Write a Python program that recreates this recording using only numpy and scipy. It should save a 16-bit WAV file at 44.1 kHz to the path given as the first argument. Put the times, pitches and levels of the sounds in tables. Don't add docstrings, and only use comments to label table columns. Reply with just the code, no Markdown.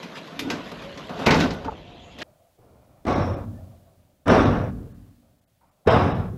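import sys
import numpy as np
from scipy import signal
from scipy.fft import rfft, irfft, next_fast_len
from scipy.io import wavfile
from scipy.ndimage import uniform_filter1d, map_coordinates

SR = 44100
rng = np.random.default_rng(int(sys.argv[2]) if len(sys.argv) > 2 else 0)


def generate_wav(signal):
    frames = np.transpose(np.atleast_2d(signal))
    scaled = np.clip(frames, -1, 1) * 32767
    pcm = np.round(scaled).astype(np.int16)
    wavfile.write(sys.argv[1], SR, pcm)


def rack_gain(trim_db):
    fader = np.asarray(trim_db, float)
    return 10 ** (fader / 20)


N = 280942
TIME = np.arange(N) / SR
CUT_S = 2.232

# (t/s, rise/s, clang level/dB, shudder/s, boom over clang/dB)
SLAMS = [
    (3.05, 0.033, -21, 0.44, -5),
    (4.257, 0.043, -14, 0.44, -7),
    (5.867, .011, -15.5, 0.43, -6.5),
]
# (f/Hz, width/Hz, level/dB)
PANEL = [(161, 10, 2.5), (200, 25, -6), (263, 37, -2), (447, 71, -5), (542, 20, -5), (701, 56, -6.5),
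         (914, 33, -8.5), (1070, 17, -16.5), (1477, 39, -6.5)]
# (f/Hz, level/dB)
BLOW = [(40, -19), (150, -8.5), (500, -9), (1500, -10.5), (4000, -32), (9000, -41.5), (15000, -56.5)]
CRACK_RISE_S = 0.0015


def unit(x):
    return x / np.sqrt(np.mean(x ** 2) + 1e-20)


def along(points, hz):
    f, v = np.transpose(points)
    return np.interp(np.log(hz + 1), np.log(f + 1), v)


def coloured(x, response):
    size = 2 * next_fast_len(len(x) // 2 + 8192)
    gain = np.abs(response(np.fft.rfftfreq(size, 1 / SR)))
    cepstrum = irfft(np.log(gain + 1e-6), size)
    cepstrum[1:size // 2] *= 2
    cepstrum[size // 2 + 1:] = 0
    return irfft(rfft(x, size) * np.exp(rfft(cepstrum)), size)[:len(x)]


def peaks(modes, hz, sharp, base):
    power = sum(rack_gain(2 * db) / (1 + (2 * sharp * (hz - c) / w) ** 2) for c, w, db in modes)
    return np.sqrt(base ** 2 + power)


def edge(hz, at_hz):
    return 1 / (1 + (at_hz / (hz + 1)) ** 8)


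def chatter(rate_hz, spread_db, share):
    chance = rng.random(N)
    size = np.minimum(rng.exponential(1, N), 3)
    bed = rng.standard_normal(N)
    hits = (chance < rate_hz / SR) * rack_gain(spread_db * size)
    return share * unit(hits) + (1 - share) * bed


def wobble(rate_hz):
    return map_coordinates(rng.standard_normal(400), [TIME * np.clip(rate_hz, 1, 60)])


def swell(s, length_s):
    return np.exp(-(2 * (TIME - s) / length_s - 1) ** 4)


def patchy(x, depth_db):
    z = signal.stft(x, nperseg=512)[2]
    field = uniform_filter1d(rng.standard_normal(z.shape), size=5, axis=0)
    field = uniform_filter1d(field, size=6, axis=1)
    return signal.istft(z * rack_gain(depth_db * unit(field)), nperseg=512)[1][:N]


def soft(db):
    return uniform_filter1d(rack_gain(db), size=150)


def ramp(s, length_s):
    return np.clip((TIME - s) / max(length_s, .001), 0, 1)


def fade(s, db_per_s):
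    return -abs(db_per_s) * np.maximum(TIME - s, 0)


def slams():
    # (f/Hz, density/dB)
    clangs = [
        [(15, -44), (25, -10), (92, 6.5), (155, -1.5), (231, 1.5), (447, -11), (629, -9), (1060, -13),
         (1150, -12.5), (3000, -45.5), (3900, -61), (6600, -120)],
        [(15, -35), (25, -6), (102, -2.5), (209, -4), (271, 1), (318, -6), (604, -7.5), (816, -11), (1190, -13),
         (3000, -32), (3900, -61.5), (6600, -120)],
        [(15, -49.5), (25, -14), (96, -4.5), (240, -4), (318, -11), (389, -4.5), (569, -6), (816, -6),
         (1100, -8), (3000, -33), (3900, -35), (6600, -120)],
    ]
    # (f/Hz, density/dB)
    sizzles = [
        [(1180, -40.5), (2000, 2.5), (2430, -1), (3030, -10.5), (3740, -6), (4620, -17), (5580, -12),
         (7000, -27), (7630, -26), (9280, -33.5), (13000, -39)],
        [(1180, -25.5), (2000, -3.5), (2280, -6.5), (2820, -2), (3080, -7), (3630, -2), (4410, -13.5),
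         (5670, -9.5), (6790, -24.5), (11400, -33), (13000, -41)],
        [(1180, -35.5), (2000, -5.5), (2940, -7.5), (3150, -14), (3740, -10), (4520, -23), (5200, -16.5),
         (6790, -33), (8450, -33), (10100, -40), (13000, -43.5)],
    ]
    # (f/Hz, width/Hz, level/dB)
    latch_rings = [
        (5600, 300, 0.5),
        (5730, 150, -1),
        (4930, 170, 3),
    ]
    # (f/Hz, width/Hz, level/dB)
    body_modes = [(45, 17, 2.5), (88.6, 7.5, 2.5), (103, 21, 2), (138, 42, -3), (183, 14, -0.5),
                  (236.1, 5.1, 2), (289.7, 8.6, 0)]
    # (f/Hz, width/Hz, level/dB)
    skin_modes = [(343, 6.2, 0.5), (380.2, 42, -3.5), (473, 38, -4.5), (486.6, 14, -2.5), (524, 5.9, -7.5),
                  (578, 14, 1), (659.5, 12, 1), (728, 38, -1.5), (867, 18, -5.5), (977, 7.7, -8.5),
                  (1110, 13, -1), (1216, 20, -3), (1328, 23, -2.5), (1420, 7.1, -0.5), (1540, 35, -1.5),
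                  (1662, 70, -4), (1740, 62, -3), (2050, 20, -9)]
    latch_levels = [-16.5, -18, -16]
    close_times = [3.445, 4.698, 6.288]
    out = np.zeros(N)
    for row, clang, sizzle, ring, latch_db, close_s in zip(
            SLAMS, clangs, sizzles, latch_rings, latch_levels, close_times):
        boom_gain, skin_gain, latch_gain = shudder(*row, latch_db, close_s)

        def body_response(hz):
            return rack_gain(along(clang, hz)) * peaks(body_modes, hz, 1.0, 0.2) * np.sqrt(edge(hz, 41) - edge(hz, 270))

        def skin_response(hz):
            return rack_gain(along(clang, hz)) * peaks(skin_modes, hz, 0.89, 0.53) * np.sqrt(edge(hz, 300))

        def latch_response(hz):
            return rack_gain(along(sizzle, hz)) * peaks([ring], hz, 0.88, 1)

        shake = chatter(600, 2.3, 0.34)
        body = coloured(shake, body_response)
        skin = coloured(shake, skin_response)
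        latch = patchy(coloured(chatter(2300, 2.0, 0.23), latch_response), depth_db=2.0)
        out += boom_gain * unit(body)
        out += skin_gain * rack_gain(0.73 * wobble(35)) * unit(skin)
        out += latch_gain * unit(latch)
    return out


def shudder(s, rise_s, clang_db, length_s, boom_db, latch_db, close_s):
    # (lead-in/dB, fade/(dB/s), sag over shudder/dB, drop as suppressor closes/dB, tail
    # fade/(dB/s))
    answers = [
        (-16, -7.5, 15, -2, 60),
        (-26, 26.5, 18.5, 6.5, 48.5),
        (-31, 38, 20, 11, 34.5),
    ]
    peak_s = s + rise_s
    share = ramp(peak_s, length_s)
    lead = (1 - ramp(s, rise_s)) ** 1.6
    closed = ramp(close_s, 0.014)
    gains = []
    for part_db, (lead_db, early, sag_db, drop_db, late) in zip((boom_db, 0, latch_db), answers):
        db = clang_db + part_db + lead_db * lead
        db = db - early * length_s * share - sag_db * share ** 2
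        db = db - drop_db * closed + fade(peak_s + length_s, late)
        gains.append(soft(db - 200 * (TIME < s)))
    return gains


def blows():
    # (t/s, peak/dB)
    strikes = [
        (3.052, -10),
        (3.068, -3),
        (4.26, -15),
        (4.272, -6),
        (4.28, 7.5),
        (4.318, 1),
        (5.862, -18),
        (5.873, 3),
    ]
    # (t/s, f/Hz, level/dB)
    puffs = [
        (1.6595, 270, -19),
        (3.052, 298, -18.5),
        (4.318, 229.8, -11),
        (5.863, 200, -19),
        (5.8737, 444, -3),
    ]
    crack, push, t = np.zeros(N + SR), np.zeros(N + SR), TIME[:SR // 20]
    crack_rise = 1 - np.exp(-t / CRACK_RISE_S)
    push_rise = 1 - np.exp(-t / 0.002)
    for s, db in strikes:
        burst = crack_rise * rack_gain(db + 7 - 60 * t / 0.015) * rng.standard_normal(len(t))
        crack[round(s * SR):][:len(t)] += burst
    for s, hz, db in puffs:
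        swing = rack_gain(db + 3.5 - 60 * t / 0.03) * push_rise * np.sin(2 * np.pi * hz * t)
        push[round(s * SR):][:len(t)] += swing
    return coloured(crack[:N], lambda hz: rack_gain(along(BLOW, hz))) + push[:N]


def knocks():
    # (t/s, f/Hz, peak/dB)
    hits = [(1.266, 390, -9.5), (1.279, 203, -6), (1.306, 232, -9.5), (1.32, 192, -11.5), (1.332, 231, -11),
            (1.36, 274, -9), (1.409, 188, -13), (1.422, 253, -13), (1.437, 252, -16.5), (1.453, 258, -13),
            (1.504, 171, -27), (1.515, 183, -22), (3.084, 328, -13), (3.105, 333, -13.5),
            (3.124, 258, -14.5), (3.135, 339, -14.5), (3.158, 199, -16), (3.18, 234, -8),
            (3.203, 150, -15.5), (3.268, 279, -18.5), (3.282, 193, -22), (3.37, 263, -22),
            (3.408, 236, -32), (3.443, 150, -39), (4.293, 336, -5), (4.317, 226, -6.5), (4.355, 409, -8.5),
            (4.386, 215, -9), (4.406, 263, -10.5), (4.449, 249, -12), (4.512, 150, -18),
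            (4.522, 260, -14.5), (4.556, 167, -16), (4.571, 258, -24), (4.59, 301, -21),
            (4.603, 306, -21.5), (4.619, 161, -27), (4.634, 150, -21), (4.648, 150, -25),
            (5.883, 1028, -11.5), (5.924, 549, -9.5), (5.943, 211, -9.5), (5.964, 161, -5),
            (5.992, 215, -13.5), (6.044, 272, -12.5), (6.064, 236, -11), (6.11, 602, -22),
            (6.135, 150, -16), (6.153, 226, -18), (6.186, 150, -23), (6.198, 151, -13), (6.24, 150, -20),
            (6.257, 149, -22), (6.317, 223, -41)]
    cycles, level_db, crack_db = 6, 2.5, -16
    out, t = np.zeros(N + SR), TIME[:SR // 20]
    rise = 1 - np.exp(-t / CRACK_RISE_S)
    cracks = coloured(rng.standard_normal(N + SR), lambda hz: rack_gain(along(BLOW, hz)))
    for s, hz, db in hits:
        at = round(s * SR)
        swing = np.sin(2 * np.pi * hz * t) * rack_gain(-60 * t * hz / cycles)
        crack = unit(cracks[at:][:len(t)]) * rack_gain(crack_db - 60 * t / .012)
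        out[at:][:len(t)] += rack_gain(db + level_db) * rise * (swing + crack)
    return out[:N]


def rings():
    # (t/s, length/s, f/Hz, level/dB)
    modes = [(0.3, 0.075, 1087, -53), (0.303, 0.11, 699, -50), (0.366, 0.12, 3617, -50),
             (0.374, 0.075, 2379, -47), (0.505, 0.049, 1571, -39), (1.249, 0.11, 2024, -35.5),
             (1.298, 0.089, 872, -28), (1.319, 0.168, 301, -29.5), (1.355, 0.087, 5307, -51.5),
             (1.364, 0.07, 6104, -53.5), (1.398, 0.075, 1528, -33), (1.405, 0.068, 1431, -39.5),
             (1.486, 0.07, 4048, -55), (1.509, 0.051, 872, -46), (1.759, 0.087, 2142, -69),
             (1.846, 0.13, 710, -51.5), (2.038, 0.116, 2734, -62), (2.254, 0.064, 602, -62),
             (2.717, 0.284, 602, -69.5), (2.757, 0.081, 1453, -82.5), (3.061, 0.064, 6395, -67),
             (3.077, 0.087, 1130, -32), (3.112, 0.075, 5738, -68), (3.117, 0.134, 4059, -64),
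             (3.187, 0.064, 5394, -55), (3.303, 0.048, 1130, -51), (3.32, 0.081, 5598, -81),
             (3.338, 0.058, 3962, -80), (3.542, 0.064, 1754, -70), (3.855, 0.07, 1108, -74),
             (3.987, 0.0516, 613, -70), (4.273, 0.052, 6212, -58.5), (4.272, 0.064, 2756, -49),
             (4.277, 0.058, 5437, -47.5), (4.326, 0.168, 4618, -67.5), (4.398, 0.075, 5781, -57.5),
             (4.412, 0.058, 5544, -57), (4.418, 0.041, 6223, -67.5), (4.464, 0.059, 1162, -34),
             (4.485, 0.069, 3456, -57), (4.534, 0.058, 4651, -74), (5.87, 0.07, 2982, -46),
             (5.864, 0.07, 3692, -48), (5.871, 0.07, 4026, -53), (5.869, 0.064, 3197, -42),
             (5.869, 0.07, 5286, -48), (5.962, 0.064, 2971, -49), (5.973, 0.07, 1108, -29),
             (6.089, 0.069, 2939, -56), (6.089, 0.07, 3391, -62)]
    level_db, drift_rad = 3.5, 0.35
    out, drift = np.zeros(N), drift_rad * wobble(40)
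    for s, length_s, hz, db in modes:
        span = slice(round(s * SR), round((s + length_s) * SR))
        t = TIME[span] - s
        tone = np.sin(2 * np.pi * hz * t + drift[span])
        out[span] += rack_gain(db + level_db) * np.sin(np.pi * t / length_s) * tone
    return out


def contacts():
    # (t/s, peak/dB, knock/dB, tick/dB, t60/s)
    touches = [(0.0294, -27.5, -8, -28, 0.28), (0.167, -38, 4, -29, 0.14), (0.2746, -39.5, -2, -31, 0.63),
               (0.3922, -15.5, -29, -21, 0.18), (0.4268, -36, 3, -31, 0.55), (0.4767, -46, 19, -25, 0.08),
               (0.501, -14.5, -7.5, -30, 0.27), (0.7164, -32, 4.5, -22, 0.092),
               (0.82, -33.5, 7.5, -28, 0.05), (0.9745, -29, -12, -33, 0.3), (1.0936, -34, 6, -25.5, 0.65),
               (1.1912, -31.5, 8.5, -27.5, 0.91), (1.2589, -17.5, -14.5, -30, 0.11),
               (1.263, -9.5, 3, -29, 0.26), (1.3073, -8.5, -3.5, -37, 0.38), (1.3431, -17, 3, -39, 0.14),
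               (1.4022, -13.5, -7, -32.5, 0.36), (1.4402, -26.5, 7.5, -41, 0.084),
               (1.506, -23, -6, -37, 0.23), (1.528, -36, 5, -30, 0.05), (1.646, -33, 8.5, -30, 0.19),
               (2.1861, -31, -9, -26, 0.63), (2.218, -23, -4.5, -36, 0.087)]
    # (f/Hz, level/dB, t60/s)
    steel_modes = [(1690, -8, 0.41), (1995, -2, 0.23), (2480, -5, 0.37), (3120, -15.5, 0.41),
                   (3510, -8.5, .25), (3890, -9, .3), (4160, -19.5, 0.27)]
    # (f/Hz, density/dB)
    snap_colour = [(530, -32), (900, -13.5), (1440, -14.5), (2000, -10), (2700, -10), (2970, -11.5),
                   (5000, -14), (6550, -21.5), (9000, -39), (11700, -74), (19800, -120)]
    (snap, knock, tick, ring), t = np.zeros((4, N)), TIME[:SR // 2]
    rise = 1 - np.exp(-t / .001)
    for s, db, knock_db, tick_db, t60_s in touches:
        span = slice(round(s * SR), round(s * SR) + len(t))
        decay = rack_gain(-60 * t / max(t60_s, .02)) * rise
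        tones = 0
        for hz, mode_db, mode_t60_s in steel_modes:
            strength = rack_gain(mode_db + rng.normal(0, 3.3) - 60 * t / mode_t60_s)
            tones = tones + strength * np.sin(2 * np.pi * hz * t)
        burst = (decay + 1.9 * rack_gain(-60 * t / 0.047)) * rng.standard_normal(len(t))
        ring[span] += rack_gain(db - 17.0) * tones * decay
        snap[span] += rack_gain(db - 17.5) * burst
        tick[span] += rack_gain(db + tick_db - 10.5) * burst
        knock[span] += rack_gain(db + knock_db - 5.5) * decay ** 0.64 * rng.standard_normal(len(t))

    def bright(hz):
        return rack_gain(along(snap_colour, hz))

    def airy(hz):
        modes = [(8500, 900, -2), (11400, 1200, 0.2)]
        return edge(hz, 8400) * (1 - edge(hz, 19000)) * peaks(modes, hz, 1, 0.091)

    def hollow(hz):
        return peaks(PANEL, hz, 1.0, 0.2) * edge(hz, 71) * (1 - edge(hz, 1600))

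    out = ring
    for x, colour in ((snap, bright), (tick, airy), (knock, hollow)):
        mean_power = np.mean(colour(np.linspace(0, SR / 2, 4000)) ** 2)
        out = out + coloured(x, colour) / np.sqrt(mean_power)
    return out


def handling():
    # (f/Hz, density/dB)
    rumble_colour = [(59, -32.5), (100, -11), (157, 6), (479, 0), (571, 2), (1070, -10.5), (1200, -19.5),
                     (2000, -17), (2600, -45), (4400, -120)]
    # (f/Hz, density/dB)
    moving_colour = [(530, -42.5), (900, -6.5), (1060, -1), (1200, -6), (1540, -6.5), (3450, -8),
                     (6870, -25), (9050, -37.5), (11700, -29.5), (12900, -41.5), (14000, -65.5)]
    # (f/Hz, density/dB)
    shut_colour = [(530, -40), (900, 3.5), (1600, -5), (2620, 1.5), (2740, 2), (2940, 1), (3220, 5.5),
                   (5280, -14), (7030, -19), (9370, -35), (11500, -22.5), (14000, -53)]
    rumble_gain, rustle_gain, sway_gain = movement()
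    low = coloured(chatter(500, 4.0, 0.38),
                   lambda hz: rack_gain(along(rumble_colour, hz)) * peaks(PANEL, hz, 1.0, 0.94))
    grain = chatter(1300, 2.0, 0.51)
    moving = unit(coloured(grain, lambda hz: rack_gain(along(moving_colour, hz))))
    shut = unit(coloured(grain, lambda hz: rack_gain(along(shut_colour, hz))))
    angle = np.pi / 2 * np.clip((TIME - 1.7) / 0.043, 0, 1)
    high = patchy(np.cos(angle) * moving + np.sin(angle) * shut, depth_db=2.5)
    sub = coloured(rng.standard_normal(N), lambda hz: edge(hz, 39) * (1 - edge(hz, 130)))
    rumble = rumble_gain * rack_gain(1.0 * wobble(27)) * unit(low)
    rustle = rustle_gain * rack_gain(0.33 + 0.53 * wobble(26)) * high
    return rumble + rustle + sway_gain * unit(sub)


def movement():
    # (t/s, level/dB)
    swing_points = [(0.0, -40), (0.38, -41.5), (0.53, -38), (1.11, -41), (1.37, -31), (1.56, -41.5),
                    (1.7, -48.5), (2.09, -49), (2.23, -44.5)]
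    # (t/s, length/s, level/dB)
    brushes = [
        (.15, .045, -40),
        (1.17, .1, -43),
        (1.34, .12, -33),
        (2.196, .06, -43.5),
    ]
    rumble_db, rustle_db, rustle_growth = -2.5, -6.5, 0.89
    shut_s, shut_db, shut_hold_s, shut_fade_db_per_s = 1.262, -27.5, 0.067, 38.5
    sway_s, sway_rise_s, sway_db, still_db, sway_fade_db_per_s = 0.29, 0.14, -52, -72, 3
    jolt_db, jolt_fade_db_per_s = -30, 32.5

    swing_db = np.interp(TIME, *np.transpose(swing_points))
    start_db = swing_points[0][1]
    struck = TIME > shut_s
    drone = struck * rack_gain(shut_db + fade(shut_s + shut_hold_s, shut_fade_db_per_s))
    wipes = sum(rack_gain(db) * swell(s, length_s) for s, length_s, db in brushes)
    follow_db = still_db + (sway_db - still_db) * ramp(sway_s, sway_rise_s)
    follow_db = follow_db + fade(sway_s + 3 * sway_rise_s, sway_fade_db_per_s)
    jolt = struck * rack_gain(jolt_db + fade(shut_s, jolt_fade_db_per_s))
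    rumble = np.hypot(rack_gain(swing_db + rumble_db), drone)
    rustle = np.hypot(rack_gain(rustle_db + start_db + rustle_growth * (swing_db - start_db)), wipes)
    return rumble, rustle, np.hypot(rack_gain(follow_db), jolt)


def seal():
    # (t/s, length/s, pitch/Hz, level/dB)
    squeaks = [
        (1.645, 0.0062, 460, -35),
        (1.677, 0.022, 441, -28),
        (1.719, 0.011, 450, -32),
    ]
    # (multiple, level/dB)
    harmonics = [(1, -3), (2, 2), (3, -6.5)]
    grit_share = 0.36
    out = np.zeros(N)
    grit = unit(coloured(rng.standard_normal(N), lambda hz: 1 - edge(hz, 350)))
    for s, length_s, hz, db in squeaks:
        phase = 2 * np.pi * hz * (TIME + 0.00063 * wobble(50))
        slips = sum(rack_gain(level + 2.2 * wobble(58)) * np.sin(round(k) * phase) for k, level in harmonics)
        out += rack_gain(db) * swell(s, length_s) * slips * (1 - grit_share + grit_share * grit)
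    return out


def noise_bands():
    # (t/s, length/s, f/Hz, width/Hz, level/dB)
    bands = [(0.042, 0.046, 174, 40, -42), (0.386, 0.22, 274, 90, -32), (.392, .01, 5700, 500, -42),
             (0.475, 0.0064, 260, 120, -27), (0.813, 0.2, 556, 40, -45), (1.09, 0.084, 660, 75, -37),
             (1.3, 0.16, 2500, 60, -44), (1.262, 0.03, 240, 100, -23), (1.267, 0.098, 2080, 670, -27),
             (1.268, .03, 2300, 500, -28), (1.329, 0.16, 245, 120, -26), (1.4, .005, 11500, 2100, -50),
             (1.533, .02, 11000, 2500, -62), (1.85, 0.31, 700, 67, -55), (2.01, 0.13, 6800, 560, -66),
             (2.19, 0.032, 640, 81, -41), (2.212, .018, 1700, 400, -38), (2.24, 0.25, 650, 70, -64),
             (2.584, 0.019, 290, 300, -57), (2.59, 0.24, 410, 360, -61), (3.15, .25, 560, 90, -37),
             (3.184, 0.18, 5420, 50, -61), (3.5, 0.16, 637, 65, -56.5), (3.547, 0.051, 1770, 30, -67),
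             (3.68, 0.29, 670, 54, -66), (4.53, 0.16, 555, 210, -37.5), (4.7, .2, 420, 150, -48),
             (5.609, 0.042, 898, 120, -64), (5.852, .014, 690, 370, -49), (6.28, .09, 380, 150, -44)]
    size = next_fast_len(N)
    noise, f = rfft(rng.standard_normal(size)), np.fft.rfftfreq(size, 1 / SR)
    out = np.zeros(N)
    for s, length_s, hz, width_hz, db in bands:
        resonance = peaks([(hz, width_hz, 0)], f, 0.81, 0)
        sung = unit(irfft(noise * resonance ** 2, size)[:N])
        out += rack_gain(db) * swell(s, length_s) * sung
    return out


def garage():
    # (f/Hz, density/dB)
    low_colour = [(15, -40), (25, 0), (43, -5), (70, 3.5), (102, 3.5), (306, -7), (400, -23), (520, -40.5),
                  (880, -120)]
    # (f/Hz, density/dB)
    hollow_colour = [(220, -35.5), (380, -2.5), (423, -11.5), (533, 0.5), (646, 0.5), (799, -7), (900, -19),
                     (1170, -40), (1980, -120)]
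    # (f/Hz, density/dB)
    shuffle_colour = [(440, -31), (750, 1.5), (827, -2), (1090, -2.5), (1430, -6.5), (1600, -16),
                      (2400, -16), (3120, -47.5), (5280, -120)]
    # (f/Hz, density/dB)
    hiss_colour = [(880, -34.5), (1500, -5), (2140, -7), (3130, -5.5), (5700, -8.5), (14200, -8.5),
                   (15600, -6.5)]
    hiss_gain, room_gains = suppressor()
    hiss = coloured(rng.standard_normal(N), lambda hz: rack_gain(along(hiss_colour, hz)))
    out = hiss_gain * rack_gain(6.5) * unit(hiss)
    for gain, colour in zip(room_gains, (low_colour, hollow_colour, shuffle_colour)):
        layer = coloured(rng.standard_normal(N), lambda hz: rack_gain(along(colour, hz)))
        out += gain * rack_gain(1.3 * wobble(42)) * unit(layer)
    return out


def suppressor():
    # (t/s, low/dB, hollow/dB, shuffle/dB, sink/(dB/s))
    openings = [
        (2.24, -61, -60.5, -68.5, 35),
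        (2.586, -57.5, -63, -67, 2),
        (3.4, -49.5, -61.5, -73, -44),
        (3.571, -57, -54.5, -66, 36),
        (3.87, -59.5, -64, -73, 22),
        (5.224, -64, -67.5, -74, 37.5),
        (5.46, -71, -78, -84, 0),
        (5.61, -64, -70.5, -66, 40.5),
        (5.72, -71.5, -71, -76, 7),
    ]
    first_db, low_db, high_db = -76.5, -79.5, -70.5
    wait_s, rise_s, hold_s, sink_db_per_s = .07, .14, 0.27, 13.5
    hiss_levels = [np.where(TIME < SLAMS[0][0] + .2, first_db, low_db)]
    for slam_s, *_ in SLAMS:
        start_s = slam_s + wait_s
        lift = high_db - 20 * (1 - ramp(start_s, rise_s))
        hiss_levels.append(lift + fade(start_s + rise_s + hold_s, sink_db_per_s))
    rows = np.array(openings)
    latest = np.maximum(np.searchsorted(rows[:, 0], TIME) - 1, 0)
    s, *levels, sink = rows[latest].T
    room_gains = [soft(db - sink * np.maximum(TIME - s, 0)) for db in levels]
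    return rack_gain(np.max(hiss_levels, axis=0)), room_gains


def scene():
    def treble(hz):
        notch = 1 - 1.1 / (1 + ((hz - 9050) / 120) ** 2)
        return notch * rack_gain(-.03 * np.maximum(hz - 12900, 0))

    steel = noise_bands() + knocks() + rings()
    near = coloured(handling() + contacts() + seal() + steel, treble)
    near = near * np.clip((CUT_S - TIME) / 0.00111, 0, 1)
    far = (steel + garage()) * (TIME >= CUT_S)
    return (near + slams() + blows() + far)[None]


def low_pass(x):
    return signal.sosfilt(signal.butter(12, 15800, fs=SR, output="sos"), x)


def record(dry):
    # (t/s, length/s, from f/Hz, depth/dB, lines spared up to f/Hz)
    dropouts = [(1.255, .009, 7000, -20.5, 100), (2.578, 0.017, 3020, -2, 100),
                (3.147, 0.013, 6610, -30.5, 3800), (3.357, .016, 6000, -18, 4000),
                (4.294, 0.013, 6620, -27, 3800), (4.447, 0.015, 6570, -24, 4000),
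                (4.936, .016, 2480, -10, 15000), (5.408, .012, 1995, -12, 15000),
                (5.461, .026, 1900, -30, 15500), (5.707, .012, 2200, -12, 15500),
                (5.895, 0.014, 6000, -52, 4000), (6.137, 0.024, 5600, -15, 4000)]
    spared_db = 4.5
    hz, t, z = signal.stft(dry[0], SR, nperseg=256)
    for s, length_s, from_hz, db, _ in dropouts:
        weak = edge(hz, from_hz) ** 2 + 0.95 * np.exp(-((hz - 4500) / 520) ** 4)
        z = z * rack_gain(db * weak[:, None] * np.exp(-(2 * (t - s) / length_s) ** 4))
    x = signal.istft(z, SR, nperseg=256)[1][:N]

    hz, t, lost = signal.stft(dry[0] - x, SR, nperseg=1024)
    starts, *_, tops = np.transpose(dropouts)
    power = np.abs(lost) ** 2
    strong = power > rack_gain(2 * spared_db) * uniform_filter1d(power, size=60, axis=0)
    nearest = np.abs(t[:, None] - starts).argmin(axis=1)
    spared = strong & (hz[:, None] < tops[nearest])
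    x = (x + signal.istft(lost * spared, SR, nperseg=1024)[1][:N])[None]

    x = x / (1 + np.abs(x / .8) ** 14) ** (1 / 14)
    x = irfft(rfft(x) * (np.fft.rfftfreq(N, 1 / SR) < 15780), N)
    return low_pass(x)


dry = scene()
out = record(dry)
generate_wav(out)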